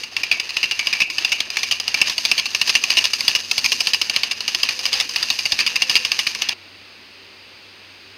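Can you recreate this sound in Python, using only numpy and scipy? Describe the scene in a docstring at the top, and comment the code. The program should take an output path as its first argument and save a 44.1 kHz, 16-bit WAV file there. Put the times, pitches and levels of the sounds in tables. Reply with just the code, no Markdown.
"""A kitchen, where a hand beater spins in a steel bowl of thin batter, close to a small microphone.
Its loose shafts knock four or five times per turn of the crank and rebound, exciting the resonances of
frame and bowl. The gear rattle swells with each push, over a wet churn, until the beater's sound is cut
off abruptly. Hiss and a low hum go on throughout, with a few faint, far coos, perhaps of a dove.
The resonances of the microphone's port give the treble its peaks."""
import sys
import numpy as np
from scipy import signal
from scipy.fft import rfft, irfft
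from scipy.io import wavfile
from scipy.ndimage import uniform_filter1d

SR = 44100
rng = np.random.default_rng(int(sys.argv[2]) if len(sys.argv) > 2 else 0)


def master(y):
    """Save y as 16-bit WAV."""
    cut = np.clip(np.atleast_2d(y).T, -1, 1)
    pcm = np.round(cut * 32767)  # scale
    wavfile.write(sys.argv[1], SR, pcm.astype(np.int16))


N = 360605
TIME = np.arange(N) / SR
FREQS = np.arange(N // 2 + 1) * SR / N

# spectrum of the kitchen's hiss: (frequency [Hz], relative level [dB])
HISS_SPECTRUM = [(25, -19), (65, 0.5), (140, -4), (220, 4.5), (350, 6.5), (480, 4.5), (650, 1.5),
                 (1200, 2.5), (2200, 2), (4600, 3.5), (6000, -6), (8500, -2), (10500, -4), (16000, 0.5)]
# tones of the hum: (frequency [Hz], level [dB])
HUM_TONES = [(96.5, -59.5), (383, -63.5)]
# gear rattle before the push is added: (time [s], level [dB])
GEAR_LEVEL = [(0, -26.5), (.1, -38.5), (.3, -34), (.8, -34.5), (1.3, -35), (1.8, -33), (2.1, -32.5),
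              (2.7, -32), (3.3, -32), (3.7, -31.5), (4.0, -31), (4.4, -32.5), (4.9, -30), (5.3, -30.5),
              (5.8, -34), (6.2, -30.5), (6.5, -33.5)]
# spectrum of gears and light taps: (frequency [Hz], relative level [dB])
RATTLE_SPECTRUM = [(60, -14.5), (250, -9.5), (550, -10.5), (1050, -3), (1450, -6.5), (1780, 1.5),
                   (2100, -5), (2400, -1.5), (2850, 3.5), (3300, -1.5), (5000, 4.5), (6500, 6), (8000, 1),
                   (16000, 4.5)]
# the treble opens and closes over time: (time [s], gain [dB])
TREBLE_OPENING = [(0, -4), (1.3, -2), (1.5, -0.5), (3.3, 1), (3.6, 2.5), (4.3, -0.5), (5.1, 0.5), (6.5, -1)]
# low drone of the bowl: (time [s], level [dB])
DRONE_LEVEL = [(0, -62.5), (2.8, -55), (4.2, -55), (6.5, -56.5)]
# knocks of the shafts: (time [s], level [dB], leading resonance [Hz], time to the rebound [ms])
SHAFT_KNOCKS = [(0.034, -26.5, 2900, 6.3), (0.1655, -17.5, 2750, 0.84), (0.2332, -17.5, 2360, 2.2),
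                (0.3139, -12, 2456, 10.7), (0.398, -19, 2880, 1.3), (0.4917, -26.5, 2750, 13.5),
                (0.5673, -16.5, 2820, 2.5), (0.6296, -15, 2850, 11.7), (0.7112, -16.5, 2820, 8.1),
                (0.792, -15.5, 2360, 6), (0.8698, -16, 2730, 1.2), (0.9278, -15.5, 2380, 5.8),
                (1.0028, -12, 2650, 16), (1.0998, -25, 2290, 6.5), (1.1825, -17.5, 2860, 0.89),
                (1.2474, -14.6, 2730, 1), (1.3189, -13, 2730, 8.1), (1.4035, -16, 3440, 1.8),
                (1.5022, -27.5, 2440, 3.1), (1.5694, -16.5, 2400, 1.2), (1.6314, -18.0, 2440, 7.2),
                (1.711, -13.5, 3100, 12.3), (1.7992, -21.9, 3050, 1.0), (1.8788, -19, 2910, 0.69),
                (1.9429, -16, 2420, 4.9), (2.015, -10, 2750, 3), (2.0792, -25, 3180, 18),
                (2.0975, -23.5, 3600, 3.7), (2.18, -18, 2830, 0.92), (2.251, -13.5, 3620, 1.0),
                (2.3144, -12, 2620, 0.88), (2.3786, -14, 3320, 18), (2.4562, -22.4, 2780, 7.3),
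                (2.548, -16.5, 2670, 0.99), (2.6138, -14, 2900, 0.85), (2.674, -26, 3230, 6.6),
                (2.6934, -14, 2580, 1.0), (2.7522, -10, 2755, 4.1), (2.838, -15, 2530, 1),
                (2.9031, -15, 2860, 0.91), (2.97, -9.5, 2850, 16.5), (3.041, -13, 3420, 12),
                (3.133, -17, 2850, 3.2), (3.2062, -21, 2230, 0.92), (3.28, -10, 3510, 1.1),
                (3.3502, -13, 2930, 8.8), (3.5122, -16.5, 2615, 1.0), (3.5797, -17.5, 3440, 1.4),
                (3.6434, -13, 2430, 16.7), (3.7192, -13.5, 2790, 8.4), (3.8047, -16.4, 2900, 2.8),
                (3.8702, -16, 3010, 4.4), (3.9341, -13, 2780, 11), (4.0146, -15, 3000, 2.6),
                (4.0969, -18, 2840, 1.0), (4.1621, -13, 3070, 1.1), (4.2329, -16, 2980, 1.0),
                (4.3116, -18.5, 2810, 5.6), (4.4053, -25.5, 2790, 1.0), (4.4789, -18.5, 2940, 1.9),
                (4.547, -16, 3460, 1.1), (4.631, -13.5, 3100, 1.1), (4.6888, -19, 2470, 1.6),
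                (4.791, -27, 2310, 3.1), (4.854, -16, 2920, 7.6), (4.929, -16, 3170, 10),
                (4.9999, -13, 3680, 8.7), (5.091, -29.5, 3000, 3.1), (5.1597, -17.3, 2800, 3.2),
                (5.2273, -18.5, 3540, 1.6), (5.302, -14, 3720, 2.2), (5.3891, -21, 2360, 3),
                (5.4544, -18, 2840, 5.7), (5.5206, -15, 3700, 1.8), (5.5889, -14, 2500, 16.8),
                (5.6633, -14, 2910, 11.4), (5.757, -16, 2700, 6.4), (5.8194, -12.5, 2800, 7.1),
                (5.8961, -14, 2800, 2), (5.954, -8.5, 2880, 11.6), (6.0493, -17.5, 2700, 3.5),
                (6.1172, -15.5, 2920, 1.5), (6.1904, -13, 3430, 1.2), (6.2672, -16.5, 2480, 4),
                (6.349, -24, 2420, 1.0), (6.4188, -16.5, 2910, 1.8), (6.4878, -16, 3430, 3.9)]
# modes of the beater's steel frame: (frequency [Hz], bandwidth [Hz], relative level [dB])
FRAME_MODES = [(1780, 73, -6), (1970, 26, -26), (2295, 280, 0.5), (2670, 93, -9.5), (2890, 62, 0),
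               (3380, 900, 2.5), (3560, 130, -3)]
# body of the bowl, damped by the batter: (frequency [Hz], relative level [dB])
BOWL_SPECTRUM = [(30, -14.5), (100, -4), (300, -4), (550, -5), (790, 2.5), (900, -2), (1050, 7),
                 (1200, 3.5), (1500, -5), (1900, -20.5)]
# modes of the bowl's rim: (frequency [Hz], relative level [dB], time to decay by 60 dB [s])
RIM_MODES = [(2260, -14, 0.27), (2373, 16, 0.3), (2500, -24, 0.23), (2590, 1.5, 0.56), (2817, 15.5, 0.24),
             (2780, -3, 0.45)]
# how freely the rim rings: (time [s], gain [dB])
RIM_GAIN = [(0, -2), (1, 1.5), (1.8, -1), (4.5, -9.5), (6.5, -3)]
# the whisk lands on the bottom of the bowl: (time [s], level [dB])
BOWL_BUMPS = [(0.32, -39), (1.013, -35), (1.405, -39), (2.018, -42), (2.317, -33), (3.28, -45),
              (4.014, -45), (5.305, -39), (5.523, -33)]
# far coos: (time [s], duration [s], top pitch [Hz], level [dB])
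FAR_COOS = [(3.66, 0.53, 515, -52.5), (4.66, 0.496, 523, -50.5), (5.66, .48, 521, -49.5)]
# broad response of the microphone: (frequency [Hz], gain [dB])
MIC_RESPONSE = [(1400, -2.5), (2300, 2.5), (3300, -1), (4800, 0), (6400, -12), (7300, -18), (11000, -23.5),
                (16000, -25)]
# resonances of its port: (frequency [Hz], half width [Hz], gain [dB])
PORT_RESONANCES = [(2685, 295, 5), (4955, 348, 4), (6330, 450, 8.5), (8780, 550, 7.5), (10370, 420, 6),
                   (13100, 450, 6), (14600, 410, 3.5)]

CUT_S = 6.535  # the beater's sound is cut off here
USUAL_DB, USUAL_HZ, USUAL_GAP_S = -19, 2870, 0.079  # an ordinary knock, and the time to the next
# parts of a knock: (level re the knock [dB], extra gain per dB above the usual knock [dB/dB])
CLACK, TICK, THUD, RING = (-3.2, 0), (1.45, -0.38), (-13, -0.43), (-14.5, 0.061)


def undb(db):
    """Amplitude ratio of a level in decibels."""
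    return 10 ** (np.asarray(db) / 20)


def unit(x):
    """Normalisation to rms 1."""
    return x / np.sqrt(np.mean(x ** 2) + 1e-18)


def curve(points, s=TIME):
    """Linear interpolation of a table over time."""
    return np.interp(s, *np.transpose(points))


def slope(points):
    """Linear interpolation of a spectrum in dB over log frequency."""
    hz, db = np.transpose(points)
    return np.interp(np.log(FREQS + 1), np.log(hz), db)


def colour(x, db):
    """Minimum-phase filtering: the response is causal, so attacks stay sharp."""
    cepstrum = irfft(db * np.log(10) / 20, N)
    cepstrum[1:N // 2] *= 2
    cepstrum[N // 2:] = 0
    return irfft(rfft(x) * np.exp(rfft(cepstrum)), N)


def band(x, lo_hz, hi_hz):
    """Steep band-pass filtering."""
    return signal.sosfilt(signal.butter(4, [lo_hz, hi_hz], "band", fs=SR, output="sos"), x)


def resonate(x, hz, width_hz):
    """Second-order resonance, gain 1 at its centre."""
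    return signal.lfilter(*signal.iirpeak(hz, hz / width_hz, fs=SR), x)


def noise():
    """White noise."""
    return rng.standard_normal(N)


def walk(rate_hz):
    """Smooth random fluctuation, spread near 1."""
    step = int(SR / rate_hz)
    held = np.repeat(rng.standard_normal(N // step + 1), step)[:N]
    return 1.3 * uniform_filter1d(held, step)


def add(out, s, x):
    """Superposition of x on out at time s."""
    i = max(int(s * SR), 0)
    out[i:i + len(x)] += x[:N - i]


def hiss(level_db=-40.5):
    """Broadband noise of almost constant level forms the kitchen's background."""
    return undb(level_db + 0.18 * walk(3.1)) * unit(colour(noise(), slope(HISS_SPECTRUM)))


def hum():
    """Slight random modulation of amplitude and frequency makes two low tones waver."""
    out = np.zeros(N)
    for hz, db in HUM_TONES:
        amplitude = np.sqrt(2) * undb(db + 2.4 * walk(14))
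        pitch_hz = hz * (1 + 0.00534 * walk(6.3))
        out += amplitude * np.sin(2 * np.pi * np.cumsum(pitch_hz) / SR)
    return out


def push(per_knock_db=0.48, per_doubling_db=5, slack_db=3):
    """Driving force on the crank, in dB: high where knocks come hard and fast, slackening before each."""
    s, db = np.transpose(SHAFT_KNOCKS)[:2]
    hardness_db = np.interp(TIME, s, db) - USUAL_DB
    speed = np.interp(TIME, (s[1:] + s[:-1]) / 2, USUAL_GAP_S / np.diff(s))
    gap_fraction = np.interp(TIME, s, np.arange(len(s))) % 1
    return per_knock_db * hardness_db + per_doubling_db * np.log2(speed) + slack_db * (.5 - gap_fraction)


def gears(teeth_hz=150, scatter_db=7.5, tooth_ms=4, rub=0.82, treble_db=2, treble_wander_db=2):
    """Impact and friction: teeth tick unevenly over the rub of the shafts, louder with each push."""
    teeth_passed = np.cumsum(teeth_hz * np.exp(.35 * walk(90))) / SR
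    strength = undb(scatter_db * rng.uniform(-0.095, 1, N // 20))[teeth_passed.astype(int)]
    age_ms = (teeth_passed % 1) / teeth_hz * 1000
    ticks = unit(strength * np.exp(-age_ms / tooth_ms))
    excitation = noise() * (ticks + rub) * undb(2 * walk(60))
    rattle = unit(colour(excitation, slope(RATTLE_SPECTRUM)))
    high = band(rattle, 3800, 14400)
    low = signal.sosfilt(signal.butter(4, 3500, fs=SR, output="sos"), rattle)
    tilt = undb(treble_db + curve(TREBLE_OPENING) + treble_wander_db * walk(9.3))
    mix = (unit(low) + 1.92 * tilt * unit(high)) / np.sqrt(1 + tilt ** 2)
    return mix * undb(curve(GEAR_LEVEL) + push())


def batter(churn_db=-55, drone_hz=233, bubble_count=300):
    """Bubbles pop as damped oscillators of rising pitch while the bowl drones at its lowest mode."""
    t = np.arange(SR // 20) / SR
    churn = np.zeros(N)
    for when, pitch, strength in rng.random((bubble_count, 3)):
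        hz = 250 * 5 ** pitch
        bubble = np.exp(-t * hz / 4) * np.sin(2 * np.pi * hz * t * (1 + 4 * t))
        add(churn, when * CUT_S, undb(32 * strength) * bubble)
    wavering_hz = drone_hz * (1 + 0.011 * walk(14))
    drone = unit(np.sin(2 * np.pi * np.cumsum(wavering_hz) / SR))
    return undb(churn_db) * unit(churn) + undb(curve(DRONE_LEVEL) + 2 * walk(9.1)) * drone


def taps(tap_db=-29, spread_db=5, decay_ms=3.5, count=200, graze_db=-19, graze_ms=7):
    """Mechanical play lets the shafts tap at random and graze their guide just before each knock."""
    ms = np.arange(SR // 40) / SR * 1000
    fade, approach = np.exp(-ms / decay_ms), np.exp(-ms[::-1] / graze_ms)
    stray, graze = np.zeros(N), np.zeros(N)
    for when, strength in rng.random((count, 2)):
        add(stray, when * CUT_S, undb(spread_db * (2 * strength - 3)) * fade)
    for s, db, *_ in SHAFT_KNOCKS:
        add(graze, s - len(approach) / SR, undb(db + graze_db) * approach)
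    envelope = stray * undb(tap_db + push()) + graze * undb(4.2 * walk(400))
    return envelope * undb(curve(TREBLE_OPENING)) * unit(colour(noise(), slope(RATTLE_SPECTRUM)))


def impact(ms, length_ms, rebound_ms, rebound, rise_ms=0.28, tail_ms=7, room_db=-27, room_ms=28):
    """Envelope of an inelastic collision: the blow adds in power to its scrape and weaker rebound."""
    def blow(age_ms):
        """Fast rise and brief contact, then exponential decay in bowl and room."""
        tail = np.exp(-age_ms / tail_ms) + undb(room_db) * np.exp(-age_ms / room_ms)
        return (1 - np.exp(-age_ms / rise_ms)) * (np.exp(-(age_ms / length_ms) ** 2) + tail)

    scrape = 0.72 * (1 - np.exp(-ms / rise_ms)) * (ms < rebound_ms)
    second_blow = blow(np.maximum(ms - rebound_ms, 0))
    return np.hypot(blow(ms), rebound * (scrape + second_blow))


def rim(t, lead_hz, slosh_s, scatter, reach_hz=170):
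    """Free vibration of the rim: modes near the knock's leading resonance take most of the energy."""
    hz, db, t60_s = np.transpose(RIM_MODES)[:, :, None]
    weight, detune, phase = scatter
    share = unit(undb(db + 2 * weight) / np.hypot(1, (hz - lead_hz) / reach_hz))
    cycles = hz * (1 + 0.012 * detune) * (t + slosh_s) + phase
    return (share * undb(-60 * t / t60_s) * np.sin(2 * np.pi * cycles)).sum(0)


def knocks(clack_ms=4.7, tick_ms=2.4, thud_ms=14.1, half_rebound_ms=2.2, reflection_ms=1.7,
           lead_db=3, lead_width_hz=200, ping_hz=5000, ping_octaves=0.21):
    """Impact excitation: steel on steel rings frame and bowl. Light knocks tick, hard ones clack."""
    t = np.arange(SR // 5) / SR
    ms = t * 1000
    frame_modes = sum(undb(db) * unit(resonate(noise(), hz, width)) for hz, width, db in FRAME_MODES)
    frame = band(frame_modes, 1450, 3760)
    treble, top = band(noise(), 3840, 7220), band(noise(), 7500, 16200)
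    bowl = colour(noise(), slope(BOWL_SPECTRUM))
    contact, chatter = noise(), undb(2 * walk(600))
    slosh_s = np.cumsum(0.03 * walk(250)) / SR  # moving batter detunes the rim
    scatters = rng.standard_normal((len(SHAFT_KNOCKS), 3, len(RIM_MODES), 1))
    lags = (reflection_ms * SR / 1000 * 2 ** rng.uniform(-1, 1, len(SHAFT_KNOCKS))).astype(int)
    out = np.zeros(N)
    for (s, db, hz, rebound_ms), scatter, lag in zip(SHAFT_KNOCKS, scatters, lags):
        span = np.arange(len(t)) + int(s * SR)
        rebound = rebound_ms / (rebound_ms + half_rebound_ms)  # a longer flight returns harder

        def combed(x):
            """Interference with a quick reflection colours each knock in its own way."""
            return unit(x[span] + 0.6 * x[span - lag])

        def burst(x, length_ms):
            """Blow, scrape and rebound share a constant energy, that of 10 ms at rms 1."""
            struck = x * chatter[span] * impact(ms, length_ms, rebound_ms, rebound)
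            return struck / np.sqrt(np.sum(struck ** 2) / (0.01 * SR))

        # the point of contact decides which resonance of the frame leads
        narrow = resonate(resonate(contact[span], hz, lead_width_hz), hz, 2 * lead_width_hz)
        lead = np.cos(np.angle(signal.hilbert(narrow)))  # even amplitude, wavering pitch
        clack = burst(combed(frame) + undb(lead_db) * lead, clack_ms)

        ping_shift = 2 ** (ping_octaves * np.tanh(scatter[0, 0, 0]))
        ping = unit(resonate(contact[span], ping_hz * ping_shift, width_hz=250))
        treble_tick = burst(combed(treble) + undb(-1) * ping, tick_ms)
        top_tick = undb(1) * burst(combed(top), 0.86 * tick_ms)
        opening_db = curve(TREBLE_OPENING, s)
        bright_db = opening_db + np.log2(hz / USUAL_HZ)  # higher knocks are brighter, 1 dB per octave
        tick = undb(bright_db) * (treble_tick + top_tick)

        thud = undb(0.7 * opening_db) * burst(combed(bowl), thud_ms)
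        ring_gain = undb(curve(RIM_GAIN, s)) * rebound  # a strong rebound feeds the rim more
        ring = ring_gain * rim(t, hz, slosh_s[span], scatter) * chatter[span] * (1 - np.exp(-ms / 2))
        for sound, (part_db, growth) in zip((clack, tick, thud, ring), (CLACK, TICK, THUD, RING)):
            add(out, s, undb(db + part_db + growth * (db - USUAL_DB)) * sound)
    return out


def bumps(decay_ms=14, top_hz=330):
    """Damped impact: the whisk lands on the bottom and the bowl bumps dully on the counter."""
    ms = np.arange(SR // 10) / SR * 1000
    pulse = (1 - np.exp(-ms)) * np.exp(-ms / decay_ms)
    envelope = np.zeros(N)
    for s, db in BOWL_BUMPS:
        add(envelope, s, undb(db) * pulse)
    return envelope * unit(band(noise(), 30, top_hz))


def coos(pitch_drop=0.1036):
    """Frequency and amplitude modulation: each far coo is a soft tone that arches in pitch and level."""
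    out = np.zeros(N)
    for s, length_s, top_hz, db in FAR_COOS:
        arch = np.sin(np.linspace(0, np.pi, int(length_s * SR))).clip(0)
        swell = np.sqrt(2 * arch) * undb(db + 3.2 * walk(32.6)[:len(arch)])
        pitch_hz = top_hz * (1 - pitch_drop * (1 - arch))
        add(out, s, swell * np.sin(2 * np.pi * np.cumsum(pitch_hz) / SR))
    return out


def scene():
    """Superposition of the sources: the beater's sound is cut off abruptly; hiss and hum go on."""
    gate = np.clip((CUT_S - TIME) / 0.0093 + .5, 0, 1)
    beater = knocks() + bumps() + gears() + taps() + batter()
    return (gate * beater + hiss() + hum() + coos())[None]


def record(dry, top_hz=15800):
    """Port resonances colour the treble, saturation rounds the loudest knocks, a low-pass cuts the top."""
    peaks_db = sum(db * np.exp(-((FREQS - hz) / width) ** 2) for hz, width, db in PORT_RESONANCES)
    coloured = colour(dry[0], slope(MIC_RESPONSE) + peaks_db)
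    rounded = coloured / (1 + coloured ** 8) ** (1 / 8)
    return signal.sosfilt(signal.ellip(10, .2, 70, top_hz, fs=SR, output="sos"), rounded)[None]


dry = scene()
out = record(dry)
master(out)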